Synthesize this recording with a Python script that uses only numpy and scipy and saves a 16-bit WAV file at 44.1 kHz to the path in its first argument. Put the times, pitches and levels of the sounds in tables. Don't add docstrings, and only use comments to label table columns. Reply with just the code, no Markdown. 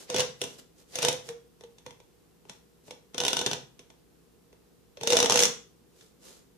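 import sys
import numpy as np
from scipy import signal
from scipy.fft import rfft, irfft, next_fast_len
from scipy.io import wavfile
from scipy.ndimage import map_coordinates

SR = 44100
rng = np.random.default_rng(int(sys.argv[2]) if len(sys.argv) > 2 else 0)


def dump_mix(stems):
    frames = np.atleast_2d(stems).T
    limited = np.clip(frames, -1, 1)
    pcm = np.round(limited * 32767).astype(np.int16)
    wavfile.write(sys.argv[1], SR, pcm)


N = 289737
TIME_S = np.arange(N) / SR

# start_s, peak_db, jolt_db
RIB_SNAPS = [(0.1, -20, -35), (0.1436, -17.5, -29), (0.1627, -14, -35.5), (0.183, -16.5, -34.5),
             (0.195, -13.5, -26), (0.2036, -10.5, -50), (0.415, -16, -35), (0.4384, -22, -36.5),
             (0.9551, -17.5, -38.5), (0.9865, -18.5, -31), (1.021, -19, -44), (1.0275, -14, -28.5),
             (1.048, -11, -25.5), (1.0835, -9, -26), (1.1272, -21, -40), (3.18, -16.5, -35),
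             (3.2021, -15.5, -37), (3.2135, -22, -34.5), (3.236, -19, -34), (3.25, -13.5, -31.5),
             (3.2645, -17, -36), (3.2812, -11, -32.5), (3.3059, -24, -37), (3.3303, -13, -31),
             (3.3679, -13.5, -32), (3.3906, -16.5, -37), (3.413, -18.5, -31), (3.462, -11.5, -32.5),
             (3.4723, -29, -35), (3.5125, -19, -31.5), (3.5316, -18, -36.5), (5.033, -19, -36),
             (5.0729, -8.5, -28), (5.1027, -9.5, -30.5), (5.1224, -8.5, -28.5), (5.1304, -9.5, -22.5),
             (5.1539, -17.5, -25.5), (5.168, -5, -23.5), (5.1875, -11, -26), (5.2016, -7.5, -29),
             (5.2268, -9, -21.5), (5.2439, -17, -27), (5.2582, -10.5, -35), (5.2969, -8.5, -24.5),
             (5.3058, -9, -33.5), (5.3215, -5.5, -26), (5.3409, -11, -34.5), (5.3568, -5, -25),
             (5.3731, -6.5, -34), (5.3905, -4.5, -35.5), (5.4026, -7, -30), (5.4235, -7.5, -35),
             (5.4342, -4.5, -39.5), (5.4529, -7, -30)]
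# start_s, peak_db, jolt_db, note_db
LIGHT_TAPS = [(1.289, -29, -47.5, -54), (1.6088, -44, -58.5, -46.5), (1.6372, -43, -59.5, -39.5),
              (1.784, -44, -70, -76), (1.8634, -34.5, -48, -36.5), (1.9073, -41, -58, -67),
              (2.0015, -48, -61.5, -51), (2.4525, -59, -61.5, -60), (2.496, -31, -48.5, -61),
              (2.8811, -51, -53.5, -68), (2.9086, -32, -48.5, -36.5), (3.145, -30, -43.5, -36),
              (3.7927, -40, -57.5, -49), (3.902, -45.5, -61, -52.5), (4.5284, -53, -64, -52),
              (4.9718, -39.5, -52, -41), (5.011, -29.5, -45, -41), (6.0103, -45.5, -67.5, -69)]
# start_s, end_s, crack_db, sparkle_db, thump_db, thud_db, free_ring_db, drag_db
PULL_GRIPS = [(0.09, 0.25, -1.5, 0, -8, -2.5, -4, -26), (0.41, 0.43, 1.5, 3.5, -5.5, 3.5, -4, -42),
              (0.94, 1.148, 1, 4.5, -12.5, -8.5, -4.5, -26.5), (3.17, 3.421, 2.5, 1, -15, -1, 4, -38.5),
              (3.45, 3.56, 4.5, 0, -5.5, 2.5, -0.5, -38.5), (5.02, 5.26, 0, -0.5, -28, -1.5, -7, -33),
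              (5.29, 5.47, -0.5, -1, -13.5, -2, -19, -33.5)]


def from_db(db):
    return 10 ** (np.asarray(db) / 20)


def unit_energy(x):
    return x / np.sqrt(np.sum(x ** 2, axis=-1, keepdims=True) + 1e-20)


def decay(t, t60_s):
    return np.exp(-np.log(1000) * t / t60_s)


def swell(centre_s, sigma_s):
    return np.exp(-((TIME_S - centre_s) / sigma_s) ** 2 / 2)


def add(track, start_s, sound):
    i = max(int(round(start_s * SR)), 0)
    track[..., i:i + sound.shape[-1]] += sound[..., :N - i]


def at_hz(points, hz):
    freq_hz, value = np.transpose(points)
    return np.interp(np.log(np.maximum(hz, 1)), np.log(freq_hz), value)


def coloured(x, spectrum, size=4096):
    (low_hz, low_db), (high_hz, high_db) = spectrum[0], spectrum[-1]
    closed = [(low_hz / 2, low_db - 30), *spectrum, (high_hz * 2, high_db - 30)]
    gain = from_db(at_hz(closed, np.fft.rfftfreq(size, 1 / SR)))
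    cepstrum = irfft(np.log(gain))
    cepstrum[1:size // 2] *= 2
    cepstrum[size // 2 + 1:] = 0
    impulse = unit_energy(irfft(np.exp(rfft(cepstrum))))
    return signal.oaconvolve(x, impulse[None], axes=1)[:, :N]


def stereo_noise(corr, size):
    mid, side = rng.standard_normal((2, size))
    return np.sqrt((1 + corr) / 2) * mid + np.sqrt((1 - corr) / 2) * side * np.array([[1], [-1]])


def waver(rate_hz):
    steps = rng.standard_normal(N // 100)
    return map_coordinates(steps, [TIME_S * rate_hz], order=3, mode="mirror")


def background(air_db=-62):
    # freq_hz, gain_db
    air_spectrum = [(15, -56.5), (25, -26.5), (49, -4.5), (71, -9.5), (81, -19), (100, -6), (166, -5),
                    (314, -7), (340, -6), (455, -5.5), (563, -17), (735, -17.5), (2310, -27), (2640, -25.5),
                    (14500, -30)]
    # pitch_hz, level_db
    hum_tones = [(167.7, -70), (480, -72.5), (62.3, -72)]
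    hum = sum(from_db(db) * np.sin(2 * np.pi * (hz * TIME_S + rng.random())) for hz, db in hum_tones)
    return from_db(air_db) * coloured(stereo_noise(0.14, N), air_spectrum) + hum


def kitchen(build_s, bass_hz):
    # freq_hz, t60_s
    band_decay = [(150, 0.44), (500, 0.31), (1500, 0.35), (4000, 0.33), (8000, 0.36), (14000, 0.22)]
    # freq_hz, gain_db
    band_gain = [(150, 0.5), (500, 1.5), (1500, 2.5), (4000, -1.5), (8000, -3), (14000, -0.5)]
    t, tail = TIME_S[:int(.7 * SR)], 0
    edges_hz = np.geomspace(60, 16000, 9)
    for low, high in zip(edges_hz, edges_hz[1:]):
        hz = np.sqrt(low * high)
        band = signal.butter(3, [low, high], "band", fs=SR, output="sos")
        corr = 1 / (1 + (hz / bass_hz) ** 2)
        noise = from_db(at_hz(band_gain, hz)) * stereo_noise(corr, len(t))
        tail = tail + signal.sosfilt(band, noise) * decay(t, at_hz(band_decay, hz))
    return unit_energy(tail * (1 - np.exp(-(t / build_s) ** 2)))


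def microphone_ports(x):
    # freq_hz, left_minus_right_db
    balance = [(80, -5), (200, 0.5), (400, 0), (800, -3.5), (1400, 4), (2800, .5), (3800, -2), (5300, 4.5),
               (6800, -2.5), (8500, -5), (11000, -11), (14000, -7.5)]
    size = next_fast_len(2 * N)
    half_db = at_hz(balance, np.fft.rfftfreq(size, 1 / SR)) / 2
    return irfft(rfft(x, size) * from_db([half_db, -half_db]), size)[:, :N]


def friction(strokes, spectrum, grain_db, grain_hz, corr):
    envelope = sum(from_db(db) * swell(centre_s, sigma_s) for centre_s, sigma_s, db in strokes)
    sizes = from_db(grain_db * np.clip(rng.standard_normal(N // 4), -2, 2))
    sizes /= np.sqrt(np.mean(sizes ** 2))
    grain = np.interp(TIME_S * grain_hz, np.arange(len(sizes)), sizes)
    return coloured(stereo_noise(corr, N) * grain * envelope, spectrum)


def finger_rubs():
    # centre_s, sigma_s, level_db
    strokes = [(0.0, 0.032, -48), (0.49, 0.066, -54.5), (0.592, 0.0066, -49), (0.80, 0.023, -59),
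               (0.945, 0.032, -51.5), (1.17, .035, -56), (1.28, 0.022, -51), (2.53, 0.041, -65.5),
               (2.88, 0.024, -59.5), (5.42, 0.024, -27.5), (6.02, 0.052, -62), (6.265, 0.031, -54.5),
               (6.33, 0.056, -58)]
    # freq_hz, gain_db
    spectrum = [(150, 2.5), (480, 9.5), (900, -2.5), (2000, -4.5), (3500, -0.5), (7000, 1.5), (10000, -6),
                (14500, -13.5)]
    return friction(strokes, spectrum, grain_db=2.5, grain_hz=530, corr=0.14)


def bursts(times_s, levels_db, spectrum, t60_s, corr, spike, rattle_db, rattle_t60_s):
    out, onset = np.zeros((2, N)), SR // 100
    t = TIME_S[:SR // 10] - onset / SR
    lead_in = from_db(-22) * decay(abs(t), t60_s=0.081)
    release = decay(abs(t), t60_s) + from_db(rattle_db) * decay(abs(t), rattle_t60_s)
    envelope = np.where(t < 0, lead_in, release)
    for start_s, db in zip(times_s, levels_db):
        burst = unit_energy(stereo_noise(corr, len(t)) * envelope)
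        lag = int(round(rng.normal(0, 4)))
        burst[[0, 1], [onset, onset + lag]] += spike
        add(out, start_s + t[0], from_db(db) * unit_energy(burst) * np.linalg.norm(envelope))
    return coloured(out, spectrum)


def snaps(times_s, peak_db, jolt_db, crack_db, tick_db, sparkle_db, thump_db, thud_db, knock_db):
    # freq_hz, gain_db
    crack = [(900, -34.5), (1350, -8.5), (1650, -10), (1900, -4), (2300, -5), (2700, -1.5), (2980, -6),
             (3180, 1.5), (3450, 2.5), (3750, -3), (4300, -4), (4900, -13.5), (6500, -19)]
    tick = [(3500, -28.5), (4800, -5), (5400, 3), (5750, 6), (6300, 4), (7000, -2), (8000, -7), (9500, -20)]
    sparkle = [(6500, -28), (8200, 5), (9800, 4.5), (11200, -4), (12500, -8.5), (14500, -7)]
    thump = [(45, -30.5), (65, -18), (90, -11.5), (120, -0.5), (146, 0), (185, -7), (280, -29.5)]
    thud = [(140, -19.5), (200, -2.5), (235, -6), (290, -0.5), (325, -10.5), (380, -0.5), (450, 5),
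            (700, -39)]
    knock = [(350, -26.5), (540, 2.5), (800, 1.5), (1000, -1.5), (1300, -9.5), (1700, -14), (2600, -7)]
    out = bursts(times_s, peak_db + crack_db, crack,
                 t60_s=0.022, corr=0.028, spike=0.11, rattle_db=-26, rattle_t60_s=0.073)
    out += bursts(times_s, peak_db + tick_db, tick,
                  t60_s=0.028, corr=0.18, spike=0.55, rattle_db=-20.5, rattle_t60_s=0.06)
    out += bursts(times_s, peak_db + sparkle_db, sparkle,
                  t60_s=0.029, corr=0.05, spike=0.49, rattle_db=-26, rattle_t60_s=0.048)
    out += bursts(times_s, jolt_db + thump_db, thump,
                  t60_s=0.043, corr=0.85, spike=0.46, rattle_db=-13, rattle_t60_s=0.061)
    out += bursts(times_s, jolt_db + thud_db, thud,
                  t60_s=0.025, corr=0.92, spike=0.53, rattle_db=-17.5, rattle_t60_s=0.019)
    out += bursts(times_s, jolt_db + knock_db, knock,
                  t60_s=0.014, corr=0.072, spike=0.5, rattle_db=-16.5, rattle_t60_s=0.14)
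    return out


def wall_ring(times_s, levels_db, overtones_db, t60_cycles):
    # time_s, pitch_hz
    wall_pitch = [(1.1, 700), (1.8, 970), (2.5, 964), (2.9, 555), (3.25, 796), (3.55, 748), (5.12, 560),
                  (5.24, 870), (5.30, 1020), (5.37, 1680)]
    # pitch_hz, gain_db, t60_s
    air_modes = [(979, -8.5, 0.034), (1483, -13.5, 0.073)]
    out, t = np.zeros(N), TIME_S[:SR // 6]
    air = sum(from_db(db) * np.sin(2 * np.pi * hz * t) * decay(t, t60_s) for hz, db, t60_s in air_modes)
    for start_s, db, overtone_db in np.broadcast(times_s, levels_db, overtones_db):
        hz = np.interp(start_s, *np.transpose(wall_pitch))
        wall = np.sin(2 * np.pi * hz * t) * decay(t, t60_cycles / hz)
        add(out, start_s, from_db(db) * (wall + from_db(overtone_db) * air))
    return out


def taps(ring_db=5):
    times_s, peak_db, jolt_db, _ = np.transpose(LIGHT_TAPS)
    out = snaps(times_s, peak_db, jolt_db, crack_db=-6, tick_db=-10, sparkle_db=-18,
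                thump_db=-1.5, thud_db=7.5, knock_db=7.5)
    return out + wall_ring(times_s, jolt_db + ring_db, overtones_db=-5, t60_cycles=27)


def tap_envelope(times_s, levels_db, rise_s=0.0026, t60_s=0.075):
    power, t = np.zeros(N), TIME_S[:SR // 3]
    pulse = (1 - np.exp(-t / rise_s)) * decay(t, t60_s)
    for start_s, db in zip(times_s, levels_db):
        add(power, start_s, (from_db(db) * pulse) ** 2)
    return np.sqrt(power)


def pull_envelope(curve, attack_t60_s=0.0084, release_t60_s=0.043):
    times_s, levels_db = np.transpose(curve)
    attack = decay(np.maximum(times_s[0] - TIME_S, 0), attack_t60_s)
    release = decay(np.maximum(TIME_S - times_s[-1], 0), release_t60_s)
    return from_db(np.interp(TIME_S, times_s, levels_db)) * attack * release


def air_column(envelope, waver_hz, side_rad=0.05):
    # time_s, pitch_hz
    air_pitch = [(0.1, 495), (0.45, 498), (1.0, 492), (1.2, 490), (1.29, 469), (1.68, 466), (1.87, 492),
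                 (2.5, 450), (2.9, 500), (3.3, 488), (5.13, 478), (5.24, 484), (5.37, 488), (5.47, 474)]
    hz = np.interp(TIME_S, *np.transpose(air_pitch)) + waver_hz * waver(rate_hz=70)
    phase = 2 * np.pi * np.cumsum(hz) / SR
    return envelope * np.sin(phase + side_rad * np.array([[-1], [1]]))


def hollow_note(pull_db=-1, tap_db=2, flutter_db=1.8):
    # time_s, level_db
    pull_curves = [
        [(0.095, -40), (0.107, -29.5), (0.133, -35), (0.197, -27.5), (0.253, -32.5), (0.28, -49)],
        [(0.412, -50), (0.424, -28.5), (0.452, -59), (0.47, -39.5)],
        [(0.95, -47), (0.966, -35.5), (1.022, -41.5), (1.042, -24.5), (1.056, -20), (1.098, -31.5),
         (1.146, -32), (1.18, -49)],
        [(3.18, -44), (3.208, -31), (3.294, -45), (3.326, -34), (3.362, -66), (3.402, -34.5), (3.546, -50),
         (3.58, -41)],
        [(5.02, -47), (5.03, -35), (5.14, -17), (5.21, -33), (5.232, -21), (5.246, -16), (5.29, -48)],
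        [(5.29, -33), (5.328, -47), (5.35, -22), (5.472, -28.5), (5.5, -56)],
    ]
    # centre_s, level_db
    palm_boops = [(1.309, -30.5), (1.652, -42)]
    taps_s, *_, note_db = np.transpose(LIGHT_TAPS)
    pulled = np.max([pull_envelope(curve) for curve in pull_curves], axis=0)
    pulled *= from_db(pull_db + flutter_db * waver(rate_hz=90))
    cupped = sum(from_db(db) * swell(centre_s, sigma_s=0.012) for centre_s, db in palm_boops)
    touched = np.hypot(tap_envelope(taps_s, note_db + tap_db), cupped)
    return air_column(pulled, waver_hz=14) + air_column(touched, waver_hz=4.6)


def grip(times_s):
    pulls = np.array(PULL_GRIPS)
    pauses_s = (pulls[:-1, 1] + pulls[1:, 0]) / 2
    return pulls[np.searchsorted(pauses_s, times_s), 2:].T


def flange_drag(lag_s=0.004, sigma_s=0.015):
    # freq_hz, gain_db
    spectrum = [(100, -9), (140, 1), (300, 2.5), (420, -4), (485, 11), (560, 6), (1200, -5), (2200, 2.5),
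                (3400, -1), (4700, 3), (5800, -2.5), (7500, -8.5), (10000, -22.5), (14500, -25)]
    times_s, peak_db, _ = np.transpose(RIB_SNAPS)
    *_, drag_db = grip(times_s)
    strokes = np.broadcast(times_s + lag_s, sigma_s, peak_db + drag_db)
    return friction(strokes, spectrum, grain_db=2, grain_hz=1200, corr=0.061)


def slips(rate_hz=17, mean_db=-18, spread_db=1):
    ribs_s, peak_db, jolt_db = np.transpose(RIB_SNAPS)
    times_s = np.flatnonzero(rng.random(N) < rate_hz / SR) / SR
    in_pull = [(times_s > start_s) & (times_s < end_s) for start_s, end_s, *_ in PULL_GRIPS]
    times_s = times_s[np.any(in_pull, axis=0)]
    offset_db = mean_db - spread_db * rng.standard_normal(N)[(times_s * SR).astype(int)]
    return np.column_stack([times_s, np.interp(times_s, ribs_s, peak_db) + offset_db,
                            np.interp(times_s, ribs_s, jolt_db) + offset_db])


def rib_ring(times_s, levels_db, detune=0.03):
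    # pitch_hz, gain_db, t60_s
    rib_modes = [(2900, -12.5, 0.031), (3630, -8.5, 0.022), (4050, -10, 0.0083)]
    out, t = np.zeros((2, N)), TIME_S[:SR // 20]
    for start_s, level_db in zip(times_s, levels_db):
        for hz, db, t60_s in rib_modes:
            pitch_hz = hz * (1 + detune * rng.standard_normal())
            ping = np.sin(2 * np.pi * pitch_hz * t + rng.standard_normal((2, 1)))
            add(out, start_s, from_db(level_db + db) * ping * decay(t, t60_s))
    return out


def ratchet(contacts, snap_delay_s=0.0007, ping_db=-1, ring_db=4.5, ping_db_per_db=0.47):
    times_s, peak_db, jolt_db = np.transpose(contacts)
    crack_db, sparkle_db, thump_db, thud_db, free_ring_db, _ = grip(times_s)
    snap_s = times_s + snap_delay_s
    out = snaps(snap_s, peak_db, jolt_db, crack_db=crack_db - 14.5, tick_db=-11,
                sparkle_db=sparkle_db - 21, thump_db=thump_db, thud_db=thud_db, knock_db=2)
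    out += wall_ring(snap_s, jolt_db + ring_db, overtones_db=free_ring_db, t60_cycles=15)
    return out + rib_ring(snap_s, peak_db + ping_db + ping_db_per_db * free_ring_db)


def scene(wet_db=-6.5, note_send_db=-3):
    reflections = kitchen(build_s=0.0024, bass_hz=494)
    ambience = background()
    note = hollow_note()
    wall = taps() + flange_drag() + finger_rubs()
    wall += ratchet(RIB_SNAPS) + ratchet(slips())
    wall = signal.sosfilt(signal.butter(3, 75, "high", fs=SR, output="sos"), wall)
    reverb = signal.fftconvolve(wall + from_db(note_send_db) * note, reflections, axes=1)[:, :N]
    return microphone_ports(wall + note + from_db(wet_db) * reverb) + ambience


def record(dry):
    cutoff_hz = 14700
    return signal.sosfilt(signal.ellip(10, .2, 80, cutoff_hz, fs=SR, output="sos"), dry)


dry = scene()
out = record(dry)
dump_mix(out)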